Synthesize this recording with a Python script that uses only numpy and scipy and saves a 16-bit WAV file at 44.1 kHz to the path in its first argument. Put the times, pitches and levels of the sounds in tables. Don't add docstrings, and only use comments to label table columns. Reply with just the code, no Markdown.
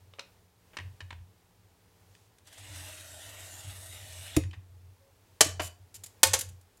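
import sys
import numpy as np
from scipy import signal
from scipy.fft import rfft, irfft
from scipy.io import wavfile
from scipy.ndimage import uniform_filter1d

SR = 44100
rng = np.random.default_rng(int(sys.argv[2]) if len(sys.argv) > 2 else 0)


def materialize(psi):
    bounded = np.clip(np.atleast_2d(psi).T, -1, 1)
    quanta = np.round(bounded * 32767).astype(np.int16)
    wavfile.write(sys.argv[1], SR, quanta)


N = 299880
T = np.arange(N) / SR
TAPS = 8192
HZ = np.maximum(np.arange(TAPS + 1) * SR / (2 * TAPS), 1)

# time_s, rasp_db, treble_db, growl_db
STROKE = [(2.66, -50, -7, -2.5), (2.696, -49, -8, -7), (2.772, -45, -5.5, -7), (3.058, -50, -4, -6),
          (3.086, -51.5, -3, -7), (3.288, -47.5, -3, -8.5), (3.368, -50, -2.5, 0), (3.592, -48.5, -1.5, -9),
          (3.662, -50, -4.5, -5.5), (3.846, -49.5, -0.5, -8.5), (4.0, -49, -4.5, -3.5), (4.08, -51, -2, -5),
          (4.264, -47.5, -2.5, -3.5), (4.345, -47, -8, -3)]


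def undb(db):
    return 10 ** (np.asarray(db) / 20)


def unit(x):
    return x / np.sqrt(np.mean(x ** 2))


def curve(table, column=1):
    return np.interp(T, np.array(table)[:, 0], np.array(table)[:, column])


def contour(points, hz=HZ):
    f, value = np.transpose(points)
    return np.interp(np.log(hz), np.log(f), value)


def humps(modes):
    return np.sqrt(1 + sum(undb(db) ** 2 / (1 + (2 * (HZ - f) / width) ** 2) for f, width, db in modes))


def colour(x, gain):
    cepstrum = irfft(np.log(unit(gain) + 1e-9))
    cepstrum[1:TAPS] *= 2
    cepstrum[TAPS + 1:] = 0
    return signal.oaconvolve(x, irfft(np.exp(rfft(cepstrum)))[:TAPS])[:N]


def band(x, low_hz, high_hz):
    return signal.sosfiltfilt(signal.butter(2, [low_hz, high_hz], "band", fs=SR, output="sos"), x)


def walk(rate_hz):
    hold = max(int(SR / rate_hz), 1)
    steps = np.repeat(rng.standard_normal(N // hold + 1), hold)
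    return unit(uniform_filter1d(steps, hold)[:N])


def contacts(rows, rise_s, linger_db, linger_s, grit_db=2.5):
    out, t = np.zeros(N + SR), T[:SR // 5]
    for start_s, db, length_s, bright_hz in rows:
        slips = rng.standard_normal(len(t)) * undb(grit_db * np.minimum(rng.exponential(size=len(t)), 5))
        shiver = undb(linger_db) * np.exp(-t / linger_s)
        shape = (1 - np.exp(-t / rise_s)) * (np.exp(-(t / length_s) ** 2 / 2) + shiver)
        soft = signal.sosfilt(signal.butter(2, min(bright_hz, SR / 2 - 1), fs=SR, output="sos"), slips)
        at = int(start_s * SR)
        out[at:at + len(t)] += undb(db) * unit(shape * soft) * np.sqrt(np.mean(shape ** 2))
    return out[:N]


def background(air_db=-64, sway_db=1.15, ramp_s=0.0085):
    # freq_hz, gain_db
    spectrum = [(15, -47), (25, -9.5), (70, -9), (102, 3), (137, -16.5), (174, -13.5), (316, -17.5),
                (449, -13), (542, -19), (857, -17.5), (1250, -23), (2520, -26), (15800, -32.5)]
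    # start_s, end_s, pitch_hz, level_db
    tones = [(0, 2.2, 177.5, -72.5), (5.0, 5.11, 547, -64.5)]
    air = unit(colour(rng.standard_normal(N), undb(contour(spectrum))))
    air *= undb(air_db + sway_db * walk(4.6))
    for start_s, end_s, hz, db in tones:
        gate = np.clip(np.minimum(T - start_s, end_s - T) / ramp_s, 0, 1)
        air += undb(db) * gate * np.sin(2 * np.pi * hz * T)
    return air


def room(x, room_db=-11.5, build_s=0.0031):
    # freq_hz, t60_s
    decays = [(150, .5), (600, 0.3), (2500, 0.29), (7000, 0.26), (15000, 0.15)]
    t = T[:SR * 3 // 4]
    noise, response = rfft(rng.standard_normal(len(t))), 0
    hz = np.maximum(np.arange(len(noise)) * SR / len(t), 1)
    centres_hz, t60s_s = np.transpose(decays)
    for weights, t60_s in zip(np.eye(len(decays)), t60s_s):
        share = np.interp(np.log(hz), np.log(centres_hz), weights)
        response += irfft(noise * share, len(t)) * undb(-60 * t / t60_s)
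    response *= 1 - np.exp(-t / build_s)
    return undb(room_db) * signal.fftconvolve(x, response / np.linalg.norm(response))[:N]


def rocking(resting_db=-69, wheel_db=-2.5, uneven_db=3.0, rise_s=0.025, fade_db_per_s=184.5):
    # start_s, level_db, held_s
    pushes = [(0, -57, .11), (.78, -41, .11), (1.015, -40.5, 0.025), (1.109, -41.5, .1),
              (2.68, -46.5, 0.13), (3.255, -49, 0.035), (3.63, -41.5, 0.1), (3.98, -48.5, .22),
              (4.365, -29.5, 0.093), (4.55, -38, 0.026), (4.68, -50, .23), (5.42, -38.5, 0.24),
              (5.789, -50, .04), (5.96, -52.5, .05), (6.24, -36, 0.095), (6.43, -40.5, 0.092)]
    power = undb(resting_db) ** 2 + (undb(wheel_db) * wheel_pressure()) ** 2
    power *= undb(uneven_db * walk(30)) ** 2
    for start_s, db, held_s in pushes:
        swell = np.clip((T - start_s) / rise_s, 0, 1)
        fade_db = fade_db_per_s * np.clip(T - start_s - held_s, 0, 1)
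        power += (swell * undb(db - fade_db)) ** 2
    return np.sqrt(power)


def bench_boom(boom_hz=92, wander_hz=3.5, boom_db=-3.5, rumble_db=-10.5):
    # freq_hz, gain_db
    spectrum = [(20, -32), (55, -1.0), (105, 6.5), (150, -9.5), (230, -23.5), (700, -58), (3000, -94.0)]
    pitch_hz = boom_hz + wander_hz * walk(12)
    mode = np.sqrt(2) * np.sin(2 * np.pi * np.cumsum(pitch_hz) / SR)
    rumble = colour(rng.standard_normal(N), undb(contour(spectrum)))
    return rocking() * (undb(boom_db) * mode + undb(rumble_db) * rumble)


def bench_thumps(rise_s=0.002):
    # start_s, gain_db
    blows = [(4.3692, 4), (5.41, -13), (5.459, -17.5), (5.599, -22)]
    # freq_hz, level_db, t60_s
    modes = [(95, -28.5, 0.28), (127, -20.5, 0.067), (157, -12.5, 0.017), (306, -12.5, 0.065),
             (329, -22.5, 0.016), (441, -36, 0.13), (526, -37, 0.13), (654, -26.5, 0.045)]
    out, t = np.zeros(N + SR), T[:SR // 2]
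    thump = sum(undb(db - 60 * t / t60_s) * np.sin(2 * np.pi * hz * t) for hz, db, t60_s in modes)
    thump *= 1 - np.exp(-t / rise_s)
    for start_s, db in blows:
        at = int(start_s * SR)
        out[at:at + len(t)] += undb(db) * thump
    return out[:N]


def rule_slide(flutter_db=2.5):
    # time_s, level_db
    slide = [(1.9, -100), (2.05, -81), (2.16, -69.5), (2.26, -76), (2.34, -100)]
    return unit(band(rng.standard_normal(N), 2000, 10000)) * undb(curve(slide) + flutter_db * walk(25))


def pen():
    # start_s, level_db, length_s, bright_hz
    taps = [(.1365, -53.5, 0.0016, 5100), (.186, -48, 0.0024, 1400), (.1938, -35.5, 0.0019, 7940)]
    # freq_hz, gain_db
    body = [(150, -21), (300, -11), (520, 2), (750, -4), (1100, -0.5), (1900, -6), (2800, 1), (4200, -1.5),
            (8000, -14), (15000, -26)]
    return colour(contacts(taps, rise_s=0.00044, linger_db=-11.5, linger_s=0.012), undb(contour(body)))


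def rebounds(start_s, db, touches, gap_s, length_s, bright_hz, gap_ratio=0.7, step_db=-5.5, dulling=0.83):
    return [(start_s + gap_s * np.sum(gap_ratio ** np.arange(k)), db + k * step_db,
             length_s, bright_hz * dulling ** k) for k in range(round(touches))]


def knocks(spot_width_hz=320, spot_db=6.5):
    # start_s, level_db, touches, first_gap_s, length_s, bright_hz, spot_hz
    hits = [(0.733, -59.5, 1, 0, 0.015, 1980, 483), (.769, -36.5, 4, .0172, 0.0049, 3900, 1870),
            (1.005, -44, 2, .008, 0.004, 4300, 1720), (1.106, -43.5, 2, .0205, 0.0047, 3150, 1000),
            (2.151, -57, 1, 0, 0.0024, 9000, 4750), (4.437, -50.5, 1, 0, 0.0046, 8050, 2110),
            (4.51, -55.5, 1, 0, .005, 5160, 3020), (4.531, -53.5, 1, 0, 0.013, 3300, 1880)]
    # freq_hz, gain_db
    spectrum = [(150, -3), (300, -4), (650, -7.5), (1400, -7), (3300, -0.5), (5500, -2), (9000, -1),
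                (15000, -11)]
    # freq_hz, width_hz, gain_db
    modes = [(970, 210, 9.5), (1770, 380, 9), (2510, 300, 6.5), (2970, 400, 4)]
    body = undb(contour(spectrum)) * humps(modes)
    out = np.zeros(N)
    for *hit, spot_hz in hits:
        force = contacts(rebounds(*hit), rise_s=0.000086, linger_db=-44, linger_s=0.011)
        out += colour(force, body * humps([(spot_hz, spot_width_hz, spot_db)]))
    return out


def cutter_drop():
    # start_s, level_db, length_s, bright_hz
    impact = [(4.3652, -25, 0.0044, 11500)]
    # freq_hz, width_hz, gain_db
    modes = [(2680, 300, 6), (5530, 50, -9), (6740, 75, 5), (9670, 180, 8), (14100, 80, 6.5)]
    return colour(contacts(impact, rise_s=0.00012, linger_db=-15.5, linger_s=0.011), humps(modes))


def edge_chatter(bright_hz=12800):
    # start_s, level_db, ticks, gap_s, step_db, length_s
    runs = [(5.444, -39, 4, .022, -4.5, .009), (5.601, -45, 2, 0.013, -6, 0.0065),
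            (5.618, -41, 5, .0125, -0.5, .009), (5.942, -46, 3, .009, -0.5, .007),
            (6.0362, -40.5, 2, .0243, -5.5, .008), (6.269, -31, 1, 0, 0, .0067),
            (6.335, -31, 2, .021, -6.5, .0025), (6.389, -31, 2, .0195, 0, 0.0083),
            (6.488, -52.5, 1, 0, 0, .008), (6.611, -62, 1, 0, 1.5, 0.0064), (6.7707, -63, 1, 0, 0, 0.0065)]
    # freq_hz, gain_db
    spectrum = [(300, -13), (1000, -15), (2500, -7), (4000, -5.5), (6000, -5), (7300, -6), (10500, -1),
                (15500, -8.5)]
    # freq_hz, width_hz, gain_db
    modes = [(4870, 161, -0.5), (7170, 540, 12), (9700, 400, 2.5), (12300, 620, 3)]
    ticks = [(start_s + k * gap_s, db + k * step_db, length_s, bright_hz)
             for start_s, db, count, gap_s, step_db, length_s in runs for k in range(round(count))]
    force = contacts(ticks, rise_s=0.00063, linger_db=-33.5, linger_s=0.008)
    return colour(force, undb(contour(spectrum)) * humps(modes))


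def wheel_pressure(touch_s=2.44, bite_s=2.65, run_off_s=4.36, press_db_per_s=57):
    touching = np.clip((T - touch_s) / 0.028, 0, 1) * np.clip(1 - (T - run_off_s) / 0.015, 0, 1)
    return touching * undb(curve(STROKE) - press_db_per_s * np.maximum(bite_s - T, 0))


def swirl(x, depth_db=2.8, frames=20, bins=3):
    spectra = signal.stft(x, nperseg=512)[2]
    field = uniform_filter1d(rng.standard_normal(spectra.shape), frames, axis=1)
    field = uniform_filter1d(field, bins, axis=0)
    return signal.istft(spectra * undb(depth_db * unit(field)))[1][:N]


def wheel_sing(width_hz=650, gain_db=-2.0):
    # time_s, centre_hz, relative_db
    glide = [(2.7, 8050, -26), (2.8, 8200, -7.5), (3.3, 8300, -18), (3.5, 7100, -5), (3.6, 7180, -4),
             (3.68, 7600, -29), (3.88, 8850, -3), (4.0, 8900, -20)]
    phase = 2 * np.pi * np.cumsum(curve(glide)) / SR
    noise = walk(width_hz) * np.cos(phase) + walk(width_hz) * np.sin(phase)
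    return noise * undb(curve(glide, column=2) + gain_db)


def scoring(chip_db=2.5, flutter_db=1.0, gain_db=-0.5, catch_hz=10700):
    # freq_hz, gain_db
    spectrum = [(120, -14.5), (200, -28), (288, -3.5), (423, -13), (621, 1), (760, -3), (1160, -6.5),
                (1930, -2.5), (2280, -5), (2830, -3), (3800, -1.5), (4560, -5.5), (8180, -1), (12000, -5.5),
                (15800, -20.5)]
    # freq_hz, width_hz, gain_db
    modes = [(644, 51, 6.5), (1890, 210, 3.5), (2860, 370, 4.5), (3720, 210, 2)]
    # time_s, passing_s, low_hz, high_hz, gain_db
    antinodes = [(2.68, .35, 291, 310, 9), (3.26, 0.16, 1290, 1570, 3), (3.31, 0.077, 1850, 2050, -3),
                 (4.12, .16, 2780, 3020, -4)]
    # start_s, level_db, length_s
    catches = [(2.3836, -60.5, 0.0044), (2.471, -56, 0.014), (2.5258, -55, 0.015), (2.577, -53, .018)]
    sizes = np.minimum(rng.exponential(size=N), 4)
    chips = rng.standard_normal(N) * undb(chip_db * sizes)
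    rasp = unit(swirl(colour(chips, undb(contour(spectrum)) * humps(modes))))
    swells = sum(undb(db) * np.exp(-((T - time_s) / passing_s) ** 2 / 2) * band(rasp, low_hz, high_hz)
                 for time_s, passing_s, low_hz, high_hz, db in antinodes)
    treble = (undb(curve(STROKE, column=2) + 3.5) - 1) * band(rasp, 5600, 16370)
    growl = (undb(curve(STROKE, column=3) + 5.0) - 1) * band(rasp, 1970, 3500)
    cut = (rasp + treble + growl + swells + wheel_sing()) * wheel_pressure()
    snags = contacts([(*row, catch_hz) for row in catches], rise_s=0.00034, linger_db=-30, linger_s=0.01)
    return cut * undb(gain_db + flutter_db * walk(70)) + colour(snags, undb(contour(spectrum)))


def glass_ring(blows, modes, rise_s=0.001, damping=0.67):
    # freq_hz, gain_db
    radiation = [(450, 0), (700, 2), (1500, -2.5), (3000, 0.5), (6500, 0), (12000, 2.5)]
    out = np.zeros(N + SR)
    for start_s, blow_db, _, bright_hz in blows:
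        at = int(start_s * SR)
        for hz, width_hz, db in modes:
            t = T[:int(SR * min(2 / width_hz, 0.5))]
            size = undb(blow_db + db + contour(radiation, hz)) * np.sqrt(width_hz / 50)
            size /= np.hypot(1, (hz / bright_hz) ** 2)
            fade = (1 - np.exp(-t / rise_s)) * np.exp(-np.pi * width_hz * damping * t)
            out[at:at + len(t)] += size * fade * np.sin(2 * np.pi * hz * t + rng.uniform(0, 2 * np.pi))
    return out[:N]


def breaking(crack_db=-1.0, first_db=-8.5, second_db=-11.5, snap_bend_db=-30, clap_bend_db=-36.5):
    # start_s, level_db, length_s, bright_hz
    snaps = [(5.4072, -10.5, 0.0071, 11020), (6.2312, -9, 0.0058, 15200)]
    # start_s, level_db, length_s, bright_hz
    claps = [(5.595, -27, 0.0087, 1960), (6.333, -19.5, 0.0091, 10060)]
    # freq_hz, gain_db
    spectrum = [(50, -39.5), (150, -21), (250, -13.5), (450, -2.5), (1500, -4), (3000, -1.5), (4800, -4),
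                (6300, 3.5), (9000, -1), (12000, -4), (15500, -10)]
    # freq_hz, width_hz, gain_db
    first_modes = [(441, 32, -4), (646, 65, 0), (980, 95, -5), (1500, 38, -5), (1730, 27, -6),
                   (1990, 55, -9), (2220, 37, -4), (3000, 90, -3), (3490, 35, -9), (3880, 29, -9),
                   (4830, 46, -8), (5080, 78, -11), (6030, 41, 0), (6340, 110, -1), (6860, 92, -3),
                   (7450, 34, -6), (7840, 45, -8), (8420, 34, -10), (8750, 73, -10), (9420, 61, -8),
                   (9570, 29, -10), (10700, 45, -16), (11200, 46, -15), (12400, 37, -17)]
    # freq_hz, width_hz, gain_db
    second_modes = [(533, 25, -1), (888, 35, 0), (1100, 19, -7), (1330, 70, -13), (1820, 41, -6),
                    (2180, 18, -12), (2470, 31, -2), (3350, 34, -1), (3890, 170, -4), (4360, 29, -3),
                    (4980, 31, -4), (5240, 45, -2), (5850, 160, -5), (6930, 53, -6), (7480, 44, -3),
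                    (7880, 69, -3), (8240, 20, -7), (9130, 54, 0), (10500, 130, -3), (11000, 120, -12),
                    (11200, 92, -14), (11600, 55, -11), (12000, 160, -12), (12200, 52, -8), (12700, 55, -9)]
    # freq_hz, width_hz, gain_db
    strip_modes = [(702, 6.1, -4), (2995, 11, 0.5), (4694, 10, -3.5)]
    force = contacts(snaps, rise_s=0.00082, linger_db=-14.5, linger_s=0.016)
    force += contacts(claps, rise_s=0.0034, linger_db=-6.5, linger_s=0.022)
    first = undb(first_db) * glass_ring([snaps[0], claps[0]], first_modes)
    bends = [(snaps[0][0], snap_bend_db, 0, SR / 2), (claps[0][0], clap_bend_db, 0, SR / 2)]
    strip = glass_ring(bends, strip_modes, rise_s=0.0012)
    second = undb(second_db) * glass_ring([snaps[1], claps[1]], second_modes)
    return undb(crack_db) * colour(force, undb(contour(spectrum))) + first + strip + second


def scene():
    thumps = bench_thumps()
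    work = scoring() + breaking() + edge_chatter() + pen() + knocks() + rule_slide() + cutter_drop()
    return (work + thumps + room(work + 0.19 * thumps) + bench_boom() + background())[None]


def record(dry, low_hz=35, top_hz=15900):
    thin = signal.sosfilt(signal.butter(2, low_hz, "high", fs=SR, output="sos"), dry)
    return signal.sosfilt(signal.ellip(8, 0.2, 70, top_hz, fs=SR, output="sos"), np.clip(thin, -1, 1))


dry = scene()
out = record(dry)
materialize(out)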